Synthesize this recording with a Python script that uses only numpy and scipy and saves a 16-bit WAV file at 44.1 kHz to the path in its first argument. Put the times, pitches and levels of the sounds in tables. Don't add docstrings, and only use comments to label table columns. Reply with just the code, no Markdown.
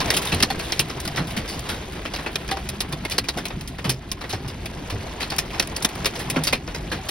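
import sys
import numpy as np
from scipy import signal
from scipy.fft import rfft, irfft
from scipy.io import wavfile
from scipy.ndimage import uniform_filter1d

SR = 44100
rng = np.random.default_rng(int(sys.argv[2]) if len(sys.argv) > 2 else 0)


def generate_wav(sig):
    pcm = np.round(np.clip(np.atleast_2d(sig).T, -1, 1) * 32767).astype(np.int16)
    wavfile.write(sys.argv[1], SR, pcm)


N = 313110

# low edge in Hz, high edge in Hz,
# base t60 in seconds, base rise in ms (large stones scale both), band level in dB.
PANEL_BANDS = [(250, 1740, 0.1, 0.78, 3), (1650, 5700, 0.09, 0.98, -14.5), (4800, 20700, 0.074, 0.43, 0)]


def gain_of(db):
    return 10 ** (np.asarray(db) / 20)


def evened(x):
    return x / np.sqrt(np.mean(x ** 2) + 1e-20)


def read(points, hz):
    f, value = np.transpose(points)
    return np.interp(np.log(hz + 1), np.log(f + 1), value)


def add(mix, s, sound):
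    part = mix[..., round(s * SR):][..., :sound.shape[-1]]
    part += sound[..., :part.shape[-1]]


def storm(column):
    # time in seconds, rain in dB, patter of small stones in dB, cabin boom in dB.
    storm_rows = np.array([(0.0, -23.5, -30, -29.5), (0.829, -34, -38.5, -34), (2.2, -37, -40.5, -36),
                           (3.48, -38.5, -44.5, -36.5), (3.89, -43.5, -51, -37.5), (5.0, -35, -43, -35),
                           (6.41, -31.5, -41.5, -36), (6.6, -38.5, -58, -32), (7.1, -34.5, -41, -38)])
    return np.interp(np.arange(N) / SR, storm_rows[:, 0], storm_rows[:, column])


def hiss(colour, patchy_db, size):
    frames, hz = 4 * N // size + 5, np.fft.rfftfreq(size, 1 / SR)
    a, b, c, d, patches = rng.standard_normal((frames, len(hz), 5)).T
    patches = uniform_filter1d(patches, size=12, axis=0)
    patches = evened(uniform_filter1d(patches, size=10, axis=1))
    spectrum = np.array([a + 1j * b, c + 1j * d])
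    spectrum = spectrum * gain_of(read(colour, hz)[:, None] + patchy_db * patches)
    noise = signal.istft(spectrum, nperseg=size, noverlap=3 * size // 4)[1]
    return evened(noise[:, :N])


def blow(t, rise_ms, t60):
    build_up = (1 - np.exp(-1000 * t / max(rise_ms, .05))) ** 2
    return build_up * gain_of(-120 * t / t60)


def ring(x, hz, width_hz):
    r = np.exp(-np.pi * width_hz / SR)
    return signal.lfilter([1 - r, 0, r - 1], [1, -2 * r * np.cos(2 * np.pi * hz / SR), r * r], x)


def panel(powers):
    # frequency in Hz, level in dB.
    panel_colour = [(300, 1), (1500, -4), (2500, 2.5), (3500, 3.5), (5000, -5.5), (7000, -6.5), (10000, -3),
                    (13000, -7.5), (15500, -12)]
    out = np.zeros((2, N))
    uneven = gain_of(3.1 * evened(uniform_filter1d(rng.standard_normal(N), size=16)))
    for power, (lo_hz, hi_hz, _, _, db) in zip(powers, PANEL_BANDS):
        band = signal.butter(3, [lo_hz, hi_hz], "band", fs=SR, output="sos")
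        rattle = np.sqrt(power) * evened(uneven) * rng.standard_normal((2, N))
        make_up = np.sqrt(SR / 2 / (hi_hz - lo_hz))
        out += gain_of(db) * make_up * signal.sosfilt(band, rattle)
    return irfft(rfft(out) * gain_of(read(panel_colour, np.fft.rfftfreq(N, 1 / SR))), N)


def wash():
    # frequency in Hz, level in dB per Hz (relative).
    wash_colour = [(250, 0), (500, -3), (780, 2), (1000, -15.5), (2000, -8), (3500, -9.5), (5000, -21),
                   (7000, -61), (10000, -24), (13000, -29), (15500, -49)]
    return gain_of(storm(column=1) - 7.5) * hiss(wash_colour, patchy_db=2.0, size=256)


def rumble():
    # frequency in Hz, level in dB per Hz (relative).
    rumble_colour = [(60, -9.5), (125, 1.5), (250, -6), (400, -11.5), (800, -69)]
    return gain_of(storm(column=3)) * hiss(rumble_colour, patchy_db=2.2, size=1024)


def wind():
    # frequency in Hz, level in dB per Hz (relative).
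    wind_colour = [(28, -40), (33, 6), (40, 23), (60, 23.5), (90, 18), (140, -45)]
    return gain_of(-38.5) * hiss(wind_colour, patchy_db=1.0, size=4096)


def drops(per_s, db, rise_ms, t60, sharp, lo_hz, hi_hz):
    size = gain_of(3.05 * np.minimum(rng.exponential(1, N), 3.5)) * (rng.random(N) < per_s / SR)
    spots_hz = np.geomspace(lo_hz, hi_hz, num=14)
    spot = rng.integers(0, len(spots_hz), N)
    t, out = np.arange(SR // 10) / SR, np.zeros((2, N))
    for k, hz in enumerate(spots_hz):
        noise = np.sqrt(blow(t, rise_ms, t60)) * rng.standard_normal((2, len(t)))
        burst = ring(noise, hz, hz / sharp)
        landed = signal.oaconvolve((size * (spot == k))[None], burst, axes=1)[:, :N]
        out += (hz / 1000) ** -.6 * landed
    return gain_of(storm(column=1) + db) * evened(out)


def rain_drops():
    # drops per second, level in dB relative to the rain, rise in ms, t60 in seconds
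    # (negative swells), sharpness of resonance (centre over width), lowest and highest spot in Hz.
    soft_splats = (621, -10, 8.5, -0.07, 8.5, 705, 6497)
    hard_ticks = (600, -9, .2, .018, 2.6, 700, 6500)
    roof_taps = (260, -4.5, 1.5, .08, 11, 280, 1000)
    return drops(*soft_splats) + drops(*hard_ticks) + drops(*roof_taps)


def patter():
    per_s, spread_db, bright_spread_db = 150, 2.8, 4.5
    lands = rng.random(N) < per_s / SR
    size_db = spread_db * np.minimum(rng.exponential(1, N), 3)
    bright_db, t = bright_spread_db * rng.standard_normal(N), np.arange(SR // 5) / SR
    powers = []
    for tilt, db, (_, _, t60, rise_ms, _) in zip((-1, 0, 1), (-13, 0, -16), PANEL_BANDS):
        hits = lands * gain_of(2 * (size_db + tilt * bright_db + db))
        powers.append(abs(signal.oaconvolve(hits, blow(t, rise_ms, t60))[:N]))
    return gain_of(storm(column=2)) * evened(panel(powers))


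def snap(t):
    snap_hz, peak_ms = 5300, 0.21
    age = 1000 * t / peak_ms
    return np.sin(2 * np.pi * snap_hz * t) * age * np.exp(1 - age)


def glass(drive):
    # mean frequency in Hz, width in Hz, mean level in dB relative to the struck spot's note.
    glass_modes = [(1150, 130, -24), (1950, 150, -20), (2530, 130, -17), (3100, 150, -19), (3750, 150, -18),
                   (4300, 150, -17), (5000, 170, -19)]
    spread_db, pitch_spread = 3.5, .05
    out = 0
    for hz, width_hz, mode_db in glass_modes:
        a, b = rng.standard_normal(2)
        mode = ring(drive, hz * (1 + pitch_spread * b), width_hz) * np.sqrt(SR / width_hz)
        out = out + gain_of(mode_db + spread_db * a) * mode
    return out


def stones():
    # start in seconds, crack level in dB, brightness in dB, note of the struck spot in Hz,
    # ring length as a factor on t60 (at least 0.2), dry snap from 0 to 1.
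    stone_rows = [(.0034, -11, -4, 4100, 0.93, 0.4), (0.1034, -5, 3, 1940, 0.94, 0.5),
                  (0.138, -11.5, 4, 2930, 1.4, 0), (0.1663, -6.5, 7.5, 2970, 1.1, 0.1),
                  (0.217, -18, 8, 2530, 1.6, 0), (0.252, -16.5, 10, 2440, .8, .3),
                  (.268, -15, 2.5, 3470, 1.9, 0.2), (0.3198, -11.5, -3.5, 2740, 2.1, 0.2),
                  (0.345, -16.5, 12.5, 1150, 0.54, 0), (0.403, -10.5, -2, 1800, 0.58, 0.28),
                  (.425, 1.5, 1.5, 4800, 0.85, 0), (0.5014, -8.5, -3, 1920, 1.15, 0.1),
                  (0.592, -15, 1, 2500, 1.3, 0), (0.612, -25.5, 1, 3700, 14, 0.8),
                  (0.722, -9.5, 0.5, 3020, 0.76, 0.75), (0.7937, -3, 7, 2600, 0.91, 0.45),
                  (0.897, -21, -6, 5070, 1.3, 0.2), (1.0008, -20.5, 10, 3660, 0.65, 0.2),
                  (1.051, -15, 4, 1480, 0.67, 0), (1.076, -12.5, 2, 4900, 0.51, 0.1),
                  (1.1609, -18.5, -1, 3550, 1.9, 0.5), (1.172, -18.5, -11.5, 1900, 2.2, 0.6),
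                  (1.27, -25.5, 4, 3500, 1.9, .1), (1.304, -23, 3, 2650, 1.2, 0),
                  (1.3647, -13, -1, 2240, 1.75, 0.1), (1.478, -24, 3.5, 4280, 5.4, 0.6),
                  (1.593, -19.5, 9, 5300, 0.28, 0.1), (1.6495, -25.5, -6, 1180, 3.9, 0.1),
                  (1.686, -15, 0.5, 1520, 3, 0), (2.051, -20.5, -8.5, 2510, 1.4, 0),
                  (2.1369, -15.5, -3, 860, 1.04, 0.3), (2.161, -19, -1, 2420, 0.84, 0.45),
                  (2.185, -23, -8.5, 1880, 1.75, 0.1), (2.261, -19.5, -11.5, 2470, 1.35, 0),
                  (2.3564, -9, -1, 3000, 0.51, 0.36), (2.478, -26, 6, 3030, .8, 0.2),
                  (2.4891, -22.5, -9, 2220, 1, 0.6), (2.512, -10, -2.5, 3380, 1, 0.15),
                  (2.5692, -20, -8.5, 1020, 0.8, 0.1), (2.689, -14.5, 9, 2100, 0.57, 0.1),
                  (2.8048, -7, 4, 4000, 0.75, 0.24), (2.924, -16, 1.5, 1090, 0.82, 0),
                  (3.05, -12, -1, 2330, 0.64, 0.08), (3.098, -21, 9, 3030, 0.62, 0.1),
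                  (3.11, -14.5, 2, 4150, 1.75, 0.2), (3.181, -2.5, 0.5, 4430, 0.63, 0.1),
                  (3.24, -24, -2, 2620, 1.3, 0.1), (3.286, -7, -0.5, 3820, 0.69, 0.27),
                  (3.373, -14.5, -2, 1530, 1.47, 0.15), (3.4535, -14.5, 3, 2440, 0.84, 0),
                  (3.482, -22, 6, 5500, 0.33, 0.1), (3.5018, -26.5, -13, 950, 1.34, 0),
                  (3.61, -23, 5, 2900, 0.48, 0.4), (3.6758, -24.5, 9.5, 4060, 0.95, 0.6),
                  (3.783, -23, -6.5, 2550, 1.4, 0.1), (3.8422, -15.5, -4, 1060, 2.06, 0),
                  (3.893, -8, 6, 5100, 1.28, 0.14), (4.116, -12.5, 8.5, 5560, 0.57, 0.6),
                  (4.2101, -23, -7, 864, 1.6, 0.2), (4.2395, -24, -11, 1670, 1.04, 0.05),
                  (4.2933, -18.5, 3, 4160, 2.1, 0.1), (4.328, -19, -8, 5270, 1.46, 0.6),
                  (4.4784, -25.5, 4, 3800, 1.3, 0.4), (4.657, -15.5, 3, 2480, 0.6, 0),
                  (4.8996, -18, -0.5, 2600, 1.2, 0.16), (5.203, -16.5, -3.5, 2630, 1.8, .1),
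                  (5.226, -18, -5.5, 4020, 1.26, 0), (5.301, -17.5, 3, 4500, 0.79, 0.1),
                  (5.317, -19, -8.5, 2530, 1.35, 0.2), (5.363, -22, 11, 2690, 0.46, 0.3),
                  (5.3831, -4.5, 4.5, 5300, 0.85, 0.05), (5.534, -26, -10.5, 3060, 2.3, .1),
                  (5.597, -1.5, 0.5, 5400, 0.57, 0.3), (5.623, -14.5, -1, 5030, 0.84, .1),
                  (5.673, -21.5, 13.5, 1060, 0.28, 0.1), (5.764, -13, 8, 4570, 0.67, 0.5),
                  (5.824, -19, 13, 4900, 0.93, .53), (5.847, -0.5, 2, 5570, 0.49, 0.06),
                  (5.8892, -21, 5, 1800, .82, 0), (5.9524, -30, 17, 5320, 0.45, 0.1),
                  (6.046, -8.5, -0.5, 1240, 0.31, 0), (6.057, -5, 1.5, 2520, 0.96, 0.4),
                  (6.154, -20, -0.5, 5170, 1.2, 0.2), (6.19, -21, 5, 1800, 2.5, 0.2),
                  (6.299, -15, 11, 2590, 0.92, 0), (6.36, -17.5, -13, 2040, 1.5, 0),
                  (6.436, -15.5, 13.5, 5100, .8, 0.1), (6.448, -15.5, 7, 5600, 1.1, .1),
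                  (6.4701, -6.5, 1.5, 4400, 1.18, 0.3), (6.5257, -4.5, -2.5, 2470, 1.2, 0.05),
                  (6.677, -24.5, -7.5, 1790, 1.6, 0.7), (6.7457, -19.5, -4.5, 4800, 1.45, 0.1),
                  (6.9149, -15.5, -4.5, 1700, 2.07, 0), (7.0865, -13.5, 3, 3940, 1.7, 0.2)]
    knock_db, fizz_db, note_db, snap_db = -15, -9.5, -9, 5
    chip_wait_s, chip_db = .016, -5
    rise_factor, rise_per_ring, rise_per_snap = 1.66, 0.95, 0.18
    powers, notes, t = np.zeros((3, N)), np.zeros((2, N)), np.arange(SR // 5) / SR
    tick = 1 + 1.4 * np.exp(-t / 0.00013)
    click = snap(t)
    for s, db, bright_db, hz, length, dry_snap in stone_rows:
        length, dry_snap = max(length, .2), np.clip(dry_snap, 0, 1)
        soft = rise_factor * length ** rise_per_ring * (1 - rise_per_snap * dry_snap)
        shapes = [blow(t, rise_ms * soft, t60 * length) for _, _, t60, rise_ms, _ in PANEL_BANDS]
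        band_dbs = (knock_db - bright_db, 0, fizz_db + bright_db)
        for power, rel_db, shape in zip(powers, band_dbs, shapes):
            share, wait = rng.random(2)
            add(power, s, gain_of(2 * (db + rel_db)) * shape * tick)
            chips = gain_of(2 * (db + rel_db + chip_db)) * share * shape ** 2 * tick
            add(power, s + chip_wait_s * wait, chips)
        grain = evened(uniform_filter1d(rng.standard_normal(len(t)), size=40))
        drive = np.sqrt(shapes[1]) * grain * rng.standard_normal((2, len(t)))
        spot = ring(drive, hz, hz / 6) * np.sqrt(SR / hz / 2)
        note = gain_of(db + note_db) * (spot + glass(drive))
        add(notes, s, note + dry_snap * gain_of(db + snap_db) * click)
    return panel(powers) + notes


def thuds():
    # start in seconds, level in dB, pitch in Hz, t60 in seconds.
    thud_rows = [(0.325, -14, 176, 0.11), (0.337, -15.5, 88.5, 0.21), (.362, -17.5, 150, 0.07),
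                 (.416, -20, 80, 0.18), (0.429, -16, 227, .1), (0.794, -20, 131, 0.16),
                 (1.18, -21.5, 144, 0.25), (1.203, -19.5, 168, 0.22), (1.374, -18.5, 214, 0.11),
                 (2.93, -22.5, 146, 0.14), (3.183, -22, 510, 0.06), (3.373, -27.5, 171, 0.17),
                 (3.852, -20, 180, 0.16), (3.876, -16.5, 129, 0.33), (4.332, -22, 103, 0.21),
                 (4.925, -20.5, 100.5, 0.29), (5.849, -20, 202, 0.079), (6.367, -13, 255, 0.11),
                 (6.376, -18, 157, 0.28)]
    out, t = np.zeros(N), np.arange(SR // 3) / SR
    low = signal.butter(2, [80, 500], "band", fs=SR, output="sos")
    for s, db, hz, t60 in thud_rows:
        shudder = evened(signal.sosfilt(low, rng.standard_normal(len(t))))
        swing = np.sin(2 * np.pi * hz * t) + 0.3 * shudder
        add(out, s, gain_of(db) * np.sqrt(blow(t, rise_ms=1.3, t60=max(t60, .03))) * swing)
    return out


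def trim():
    # start in seconds, level in dB, pitch in Hz, t60 in seconds.
    ring_rows = [(0.503, -12, 780, 0.057), (1.368, -25.5, 702, 0.09), (2.263, -20, 2570, 0.048),
                 (2.518, -22, 780, 0.23), (3.052, -23.5, 2150, 0.045), (3.37, -23, 723, 0.11),
                 (4.116, -33.5, 1060, 0.076), (4.334, -25, 750, 0.094), (5.325, -29.5, 780, 0.17),
                 (6.528, -15.5, 2080, 0.042), (6.916, -28, 1665, .12), (6.988, -29.5, 770, 0.12)]
    out, t = np.zeros(N), np.arange(SR // 4) / SR
    for s, db, hz, t60 in ring_rows:
        unsteady = evened(ring(rng.standard_normal(len(t)), hz, width_hz=hz / 20))
        note = np.sin(2 * np.pi * hz * t) + .22 * unsteady
        add(out, s, gain_of(db) * np.sqrt(blow(t, rise_ms=0.55, t60=max(t60, .03))) * note)
    return out


def ports(pair):
    # frequency in Hz, likeness from 0 to 1.
    likeness = [(100, .9997), (300, .975), (1000, .42), (2000, .8), (2900, .35), (5000, .7), (6800, .98),
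                (7700, .99), (8700, .85), (10500, .99), (12100, .78), (13000, .99), (14200, .97),
                (15000, .62)]
    # frequency in Hz, left minus right in dB.
    balance = [(300, 0), (600, 2), (1100, 1.5), (2000, -.3), (15000, 0)]
    shadow_hz, low_lead_s, high_lead_s = 4800, 1.6e-5, 1.64e-4
    hz = np.fft.rfftfreq(N, 1 / SR)
    low_turns = low_lead_s * np.minimum(hz, shadow_hz)
    high_turns = high_lead_s * np.maximum(hz - shadow_hz, 0)
    lead = 2 * np.pi * (low_turns + high_turns)
    like, spectra = np.clip(read(likeness, hz), 0, 1), rfft(pair)
    right = like * spectra[0] + np.sqrt(1 - like ** 2) * spectra[1]
    right = right * np.exp(-1j * lead) * gain_of(-read(balance, hz))
    return np.array([pair[0], irfft(right, N)])


def scene():
    rain = wash() + rumble() + wind() + rain_drops()
    hail = patter() + stones() + thuds() + trim()
    return ports(rain + hail)


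def record(dry):
    threshold_db, excess_share = -24, 0.43
    smooth_s, held_fall_db_per_s = 0.025, 43
    lag = np.exp(-1 / (smooth_s * SR))
    power = signal.lfilter([1 - lag], [1, -lag], (dry ** 2).mean(0))
    power_db = 10 * np.log10(power + 1e-12)
    fall = np.arange(N) * held_fall_db_per_s / SR
    held_db = np.maximum.accumulate(power_db + fall) - fall
    over_db = np.maximum(held_db - threshold_db, 0)
    ducked = dry / gain_of(excess_share * signal.lfilter([1 - lag], [1, -lag], over_db))
    rounded = 2 * np.tanh(ducked / 2)
    low_pass = signal.firwin(511, 15900, window=("kaiser", 9), fs=SR)
    return signal.oaconvolve(rounded, low_pass[None], "same")


dry = scene()
out = record(dry)
generate_wav(out)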